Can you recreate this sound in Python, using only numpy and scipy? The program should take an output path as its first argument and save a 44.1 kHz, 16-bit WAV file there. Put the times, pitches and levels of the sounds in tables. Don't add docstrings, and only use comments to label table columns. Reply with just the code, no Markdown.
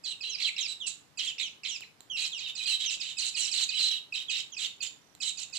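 import sys
import numpy as np
from scipy import signal
from scipy.fft import rfft, irfft
from scipy.io import wavfile
from scipy.ndimage import uniform_filter1d

SR = 44100
rng = np.random.default_rng(int(sys.argv[2]) if len(sys.argv) > 2 else 0)


def digitize_waveform(pressure):
    field = np.atleast_2d(pressure).T
    bounded = np.clip(field, -1, 1)
    quanta = np.round(bounded * 32767).astype(np.int16)
    wavfile.write(sys.argv[1], SR, quanta)


N = 246078

# t/s, length/s, start f/Hz of the falling voice's root (heard at
# its octave), falling voice level/dB, held voice level/dB, third partial level/dB
OPENINGS = [(0.036, 0.035, 2562, -39, -54.5, -44.5), (0.206, 0.038, 2630, -43, -44.5, -54),
            (0.862, 0.016, 2830, -40, -66, -51), (1.173, 0.031, 2520, -39.5, -46.5, -39.5),
            (1.633, 0.021, 2680, -58, -56, -47.5), (2.373, 0.032, 2710, -43, -64, -44),
            (2.404, 0.02, 2740, -47.5, -44.5, -48), (2.55, 0.024, 2650, -39, -50, -41.5),
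            (2.655, 0.024, 2480, -31, -39.5, -60), (2.998, 0.022, 2980, -36, -44.5, -44),
            (3.168, 0.045, 2670, -39.5, -42.5, -41), (3.341, 0.025, 2780, -35.5, -43.5, -56),
            (3.511, 0.025, 2850, -32, -46, -35.5), (3.687, 0.021, 2530, -32, -40, -40.5),
            (3.78, 0.019, 2850, -36, -66, -67), (4.122, 0.024, 2850, -43.5, -38, -52),
            (4.294, 0.022, 2550, -38.5, -37.5, -38.5), (4.566, 0.024, 2730, -40, -41, -45),
            (4.803, 0.03, 2500, -39, -43, -58), (5.201, 0.025, 2680, -43.5, -45.5, -44.5),
            (5.37, 0.026, 2550, -44, -49.5, -40), (5.526, 0.02, 2700, -44, -47.5, -45)]
FALL_SHARE, FALL_BEND = .37, 1.2
FALL_ROOT_DB, FALL_SWELL_DB = -23, 4
HELD_HZ, HELD_SAG, HELD_S = 2622, 0.0642, 0.0343
HELD_OCTAVE_DB, HELD_SWELL_DB = -35, -17.5

# t/s, length/s, start f/Hz, middle f/Hz, end f/Hz (before the hooks at the ends),
# level/dB, octave level/dB above the note, swell/dB
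NOTES = [(0.073, 0.051, 3900, 4100, 3400, -37, -22, 1.5), (0.115, 0.03, 2920, 2850, 2750, -43, -18, -8),
         (0.24, 0.06, 2650, 2800, 2750, -45, -24, -3), (0.292, 0.067, 3660, 2800, 2220, -43, 5, 1.5),
         (0.421, 0.072, 5000, 3080, 2100, -30, -28, 0), (0.449, 0.048, 3960, 4100, 4100, -32.5, -36, -6),
         (0.606, 0.063, 3700, 2760, 2170, -37, 2.5, -0.6), (0.801, 0.077, 4000, 2900, 2600, -38, -17, -6),
         (1.268, 0.054, 3950, 3050, 2600, -35, -20, -7), (1.41, 0.076, 4200, 3100, 2500, -36, -8, -9),
         (1.68, 0.088, 3950, 2875, 2400, -39.5, 0, -3), (1.816, 0.022, 3600, 2600, 1700, -42.5, -30, -11),
         (2.098, 0.076, 3600, 2860, 2500, -35.5, -13, 0.6), (2.18, 0.087, 2540, 2480, 2600, -39.5, -23, 6),
         (2.317, 0.074, 4150, 2870, 2300, -38, -11, -14), (2.591, 0.031, 2750, 2560, 2500, -37.5, -34, 3),
         (2.857, 0.044, 3500, 2870, 2550, -34, -0.6, -2.5), (3.41, 0.051, 3035, 2880, 2650, -42, 5, 6),
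         (3.62, 0.028, 4100, 3700, 2760, -44, 9, 4), (4.282, 0.04, 3700, 2980, 2800, -36, -19, -7),
         (4.52, 0.032, 3750, 3090, 2270, -45.5, 2.5, -6)]
NOTE_LINGER, NOTE_THIRD_DB = .1, -22
NOTE_HOOK, NOTE_HOOK_S = .14, .003
NOTE_DROP, NOTE_DROP_S = .12, .005
BEAK_TOP_HZ, BEAK_TOP_DB_PER_KHZ = 8000, -8

# t/s, arch included; length/s after the arch,
# rate/chirps per second, arch level/dB, trill level/dB
TRILLS = [(0.383, 0.032, 70, -38, -37), (0.562, 0.033, 69, -36, -38), (1.381, 0.0357, 85, -35, -35),
          (1.633, 0.034, 91, -39, -37)]
TRILL_HZ, ARCH_S = 2315, .0115
ARCH_HZ, ARCH_DB = (2050, 2850, 2450, 1700), (0, -4, -22)

# t/s, length/s before a 10 ms tail, low voice level/dB, swell/dB, throat f/Hz,
# throat level/dB and overtone level/dB above the low voice, roughness 0-1
RASPS = [(0.045, 0.084, -42, -4, 4066, 5.5, -3, 0.42), (0.226, 0.18, -45, -20, 3930, 3.5, -11, 0.39),
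         (0.39, 0.1, -38.5, 0, 3964, 5, -2, 1), (0.575, 0.098, -43.5, -21, 3660, 7.5, -3.5, 0.565),
         (0.672, 0.061, -46.5, 2.5, 3883, 12, 5.5, 0.38), (0.861, 0.076, -49, -24, 3960, 6.5, 10.5, 0.65),
         (1.182, 0.13, -35.5, -9, 3955, -3.5, -6.5, 1), (1.387, 0.08, -46, -28, 3820, 7, -3.5, 0.76),
         (1.643, 0.14, -44, -13, 3740, 0, -2.5, 0.89), (1.824, 0.04, -63, -19, 3880, 9, -17.5, 0.93),
         (2.159, 0.12, -36, 2, 4070, 4, -2.5, 0.95), (2.379, 0.13, -40.5, 8.5, 3705, 2, -16.5, 0.461),
         (2.567, 0.088, -41.5, -1, 3874, 6.5, -3, 0.52), (2.66, 0.1, -32, 1, 3990, 5, -5, 0.44),
         (2.79, 0.082, -34.5, -1, 3760, 1.06, -8.5, 0.67), (2.893, 0.066, -37, -9, 3774, 3, 2, 1),
         (3.005, 0.13, -41, -6.5, 3800, 3, -4, 0.74), (3.179, 0.12, -38, 0, 4030, 6.5, 5.5, 0.9),
         (3.358, 0.14, -35.5, -5.5, 4006, 2.5, 3, 0.72), (3.525, 0.12, -36, 2, 4100, 8.5, 3.5, 0.78),
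         (3.704, 0.087, -33.5, 10, 3905, 0, -12.5, 0.35), (3.785, 0.11, -35.5, 0.5, 4036, 11.5, -1, 0.57),
         (3.896, 0.092, -35.5, -11.5, 3843, 2.5, -13.5, 0.306),
         (4.137, 0.1, -38.5, -11.5, 3850, 3, -9.5, 0.55), (4.3, 0.11, -34, -1.5, 3806, 2, -4.5, 0.75),
         (4.577, 0.09, -35, 8, 3828, 1.5, -2.5, 0.69), (4.815, 0.064, -39, -5, 3635, -2, 4.5, 0.62),
         (5.212, 0.097, -38.5, 1.5, 3930, 6.5, 5, 0.68), (5.376, 0.067, -43.5, -2, 4000, 3.5, 6, 0.84),
         (5.541, 0.039, -40.5, -2, 4270, 6.5, 4, 1)]
GAP_DB, GAP_PER_OVERTONE = -6, 0.45
SPILL_DB, SPILL_PER_OVERTONE = -17.5, 0.0667

# t/s, level/dB before the shared boost
TICKS = [(1.808, -39), (2.0066, -40.5), (4.507, -54), (5.151, -44), (5.5008, -49)]
# f/Hz, relative level/dB, time to fade by 60 dB/s
TICK_MODES = [(4150, 1, 0.007), (7400, 7, 0.00446), (13430, -4, 0.0042)]

# t/s, length/s, rate/pips per second, start f/Hz, fall/Hz, level/dB
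FAR_PIPS = (5.012, .125, 37, 6150, 550, -60)

ECHO_T60_S, ECHO_DB = 0.3096, -8
# f/Hz, level/dB
LEFT_SHADE = [(700, 0), (1500, -7.5), (2400, -7.5), (4400, -14), (7400, -29), (9000, -25), (11000, -8.5),
              (15000, -11.5)]
# f/Hz, width/Hz, level/dB
PORT_MODES = [(3570, 560, -7), (7000, 87, 8)]

# t/s, level/dB before a shared trim
BUMPS = [(2.119, -52.5), (2.97, -51.5), (3.798, -46)]

# f/Hz, relative level/dB per Hz
AIR_LEFT = [(18, -80), (30, -25), (97, -7.5), (139, -3), (355, -10.5), (426, -9), (472, -10.5), (716, -17),
            (1000, -15), (1480, -16.5), (11000, -35), (13200, -28), (15000, -51)]
AIR_RIGHT = [(30, -35), (100, -9), (200, -8), (400, -8), (800, -2.5), (1500, -7.5), (3000, -8.5),
             (5000, -10), (7500, -16), (10000, -18), (15000, -27.5)]
AIR_LEFT_DB, AIR_RIGHT_DB = -63, -63
# f/Hz, level/dB before wavering and doubling
HUM = [(96.9, -88), (296.1, -79)]
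# t/s, length/s, f/Hz, level/dB at the left port
HOOT = (.22, .2, 435, -65)
TOP_HZ = 14300


def undb(db):
    return 10 ** (np.asarray(db) / 20)


def unit(x):
    return x / np.sqrt(np.mean(x ** 2))


def band(x, lo_hz, hi_hz, order=2):
    return signal.sosfilt(signal.butter(order, [lo_hz, hi_hz], "band", fs=SR, output="sos"), x)


def colour(x, points):
    hz, db = np.transpose(points)
    f = np.fft.rfftfreq(N, 1 / SR) + 1
    gain = undb(np.interp(np.log(f), np.log(hz), db))
    return irfft(rfft(x) * gain, N)


def wobble(size, rate):
    k = max(int(SR / rate), 1)
    return unit(uniform_filter1d(uniform_filter1d(rng.standard_normal(size), k), k))


def add(out, s, x):
    i = int(s * SR)
    out[i:i + len(x)] += x[:N - i]


def edges(size, rise_s, fall_s):
    t = np.arange(size) / SR
    return np.clip(np.minimum(t / rise_s, t[::-1] / fall_s), 0, 1)


def shaky(hz, jitter, rate):
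    return 2 * np.pi * np.cumsum(hz * (1 + jitter * wobble(len(hz), rate))) / SR


def beak_db(hz):
    resonance = 5.89 * np.exp(-((hz - 4600) / 450) ** 2)
    return resonance + BEAK_TOP_DB_PER_KHZ * np.maximum(hz - BEAK_TOP_HZ, 0) / 1000


def whistle(out, s, length, path, partials_db, swell_db):
    size = int((length + 0.00384) * SR)
    u = np.linspace(0, 1, size)
    hz = uniform_filter1d(path(u), size // 12, mode="nearest")
    phase = shaky(hz, 0.011, 190)
    tone = sum(undb(db + beak_db(k * hz)) * np.sin(k * phase) for k, db in enumerate(partials_db, 1))
    loudness = undb(swell_db * (u - .5) + 2.2 * wobble(size, 250))
    add(out, s, np.sqrt(2) * tone * loudness * edges(size, 0.005, 0.007))


def whistles():
    out = np.zeros(N)
    for s, length, hz, fall_db, held_db, third_db in OPENINGS:
        falling = lambda u: hz * (1 - FALL_SHARE * u ** FALL_BEND)
        whistle(out, s, length, falling, (fall_db + FALL_ROOT_DB, fall_db, third_db), FALL_SWELL_DB)
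        held = lambda u: HELD_HZ * (1 - HELD_SAG * np.sqrt(u))
        held_partials_db = (held_db, held_db + HELD_OCTAVE_DB, third_db - 12)
        whistle(out, s, HELD_S, held, held_partials_db, HELD_SWELL_DB)
    for s, length, start, middle, end, db, octave_db, swell_db in NOTES:
        bow = middle - (start + end) / 2
        scoop = lambda u: NOTE_HOOK * np.exp(-u * length / NOTE_HOOK_S)
        drop = lambda u: NOTE_DROP * np.exp((u - 1) * length / NOTE_DROP_S)
        slide = lambda u: start + (end - start) * (u + NOTE_LINGER * np.sin(2 * np.pi * u))
        path = lambda u: (1 - scoop(u) - drop(u)) * (slide(u) + bow * np.sin(np.pi * u))
        whistle(out, s, length, path, (db, db + octave_db, db + NOTE_THIRD_DB), swell_db)
    for s, _, _, db, _ in TRILLS:
        arch = lambda u: np.interp(u, np.linspace(0, 1, 4), ARCH_HZ)
        whistle(out, s, ARCH_S, arch, db + np.array(ARCH_DB), -7)
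    return out


def rasps():
    out = np.zeros(N)
    for s, length, db, swell_db, throat_hz, throat_db, over_db, rough in RASPS:
        size = int((length + .01) * SR)
        u = np.linspace(0, 1, size)
        puffs = rng.standard_normal((5, size)) * undb([2.5 * wobble(size, 300) for _ in range(5)])
        flutter = undb([4 * rough * wobble(size, 296) for _ in range(3)])

        upper_hz = throat_hz * (1.02 - .05 * u ** 2 + .04 * rough * wobble(size, 90))
        upper = shaky(upper_hz, .065 * rough, 900)
        slur = (np.cumsum(1 + 0.312 * wobble(size, 30)) * 30 / SR + rng.random()) % 1
        lower = shaky(3050 * (1.08 - .18 * slur + .04 * wobble(size, 40)), .06 * rough, 900)
        low = band(flutter[0] * np.sin(lower) + 1.4 * rough * puffs[0], 2100, 3500, order=3)
        throat = band(flutter[1] * np.sin(upper) + 1.2 * rough * puffs[1], 3300, 4900)

        falls = np.sin(shaky(5900 * (1 - .5 * slur), .04, 900)) * (slur < .6) * (wobble(size, 30) > 0)
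        gap = band(1.6 * falls + puffs[2], 4000, 6600, order=3)
        over = band(flutter[2] * np.sin(2 * upper) + 2 * rough * puffs[3], 6200, 7800)
        over = over * undb(3.5 * wobble(size, 31))

        spill_db = SPILL_DB + SPILL_PER_OVERTONE * over_db + 2.54 * wobble(size, 40)
        spill = undb(spill_db) * unit(band(0.047 * np.sin(3 * upper) + puffs[4], 3150, 6040, order=1))

        share_db = 0, throat_db, GAP_DB + GAP_PER_OVERTONE * over_db, over_db
        voice = sum(undb(d) * unit(p) for p, d in zip((low, throat, gap, over), share_db))
        voice = voice + np.std(voice) * spill
        add(out, s, voice * undb(db + swell_db * (u - .5)) * edges(size, 0.016, 0.019))
    return out


def trills():
    out = np.zeros(N)
    for s, length, rate, _, db in TRILLS:
        size = int(length * SR)
        swing = 2 * np.pi * rate * np.arange(size) / SR
        phase = shaky(TRILL_HZ * (1 - 0.11 * np.cos(swing)), 0.013, 500)
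        tone = np.sin(phase) + undb(2.5) * np.sin(1.65 * phase)
        pulse = 1 - .9 * np.sin(swing + .5)
        add(out, s + ARCH_S, undb(db) * tone * pulse * edges(size, .003, .005))
    return out


def ticks():
    out, t = np.zeros(N), np.arange(600) / SR
    ring = sum(undb(db - 60 * t / t60) * np.sin(2 * np.pi * hz * t) for hz, db, t60 in TICK_MODES)
    for s, db in TICKS:
        add(out, s, undb(db + 3.0) * ring)
    return out


def echo(x):
    t = np.arange(int(.6 * SR)) / SR
    tail = rng.standard_normal((2, len(t))) * undb(-60 * t / ECHO_T60_S) * np.clip(t / 0.00088, 0, 1)
    tail /= np.sqrt(np.sum(tail ** 2, axis=1, keepdims=True))
    return signal.fftconvolve(x[None], tail, axes=1)[:, :N]


def far_pips():
    out = np.zeros(N)
    s, length, rate, hz, fall_hz, db = FAR_PIPS
    u = np.arange(int(length * SR)) * rate / SR % 1
    tone = np.sin(shaky(hz - 2 * fall_hz * u, 0.011, 300))
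    add(out, s, undb(db) * tone * np.clip(np.sin(2 * np.pi * u), 0, 1))
    return out


def bumps():
    out, t = np.zeros(N), np.arange(2000) / SR
    for s, db in BUMPS:
        thud = unit(band(rng.standard_normal(len(t)), 60, 330, order=1))
        add(out, s, undb(db - 1.5 - 60 * t / 0.085) * thud)
    return np.array([out, 0.18 * out])


def hum_and_hoot():
    t = np.arange(N) / SR
    hum = sum(undb(db + 1.0 * wobble(N, 2)) * np.sin(2 * np.pi * hz * t + .9 * wobble(N, 24))
              for hz, db in HUM)
    s, length, hz, db = HOOT
    hoot = undb(db) * np.sin(2 * np.pi * hz * t) * np.sin(np.pi * np.clip((t - s) / length, 0, 1))
    return 2 * hum + hoot


def air():
    shared, own = rng.standard_normal((2, N))
    left = undb(AIR_LEFT_DB) * unit(colour(shared, AIR_LEFT))
    bass = signal.sosfilt(signal.butter(1, 900, fs=SR, output="sos"), shared - own)
    right = undb(AIR_RIGHT_DB) * unit(colour(own + 0.415 * bass, AIR_RIGHT))
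    tones = hum_and_hoot()
    return undb(0.39 * wobble(N, 12)) * np.array([left + tones, right + 0.23 * tones])


def scene():
    flock = whistles() + trills() + far_pips() + rasps() + ticks()
    left_echo, right_echo = undb([[ECHO_DB + 11.0], [ECHO_DB]]) * echo(flock)
    cavity = sum(undb(db) * band(right_echo, hz - w / 2, hz + w / 2, order=1) for hz, w, db in PORT_MODES)
    left = colour(np.roll(flock, 2) + left_echo, LEFT_SHADE)
    right = flock + right_echo + cavity
    return np.array([left, right]) + air() + bumps()


def record(dry):
    return signal.sosfilt(signal.ellip(10, .2, 60, TOP_HZ, fs=SR, output="sos"), dry)


dry = scene()
out = record(dry)
digitize_waveform(out)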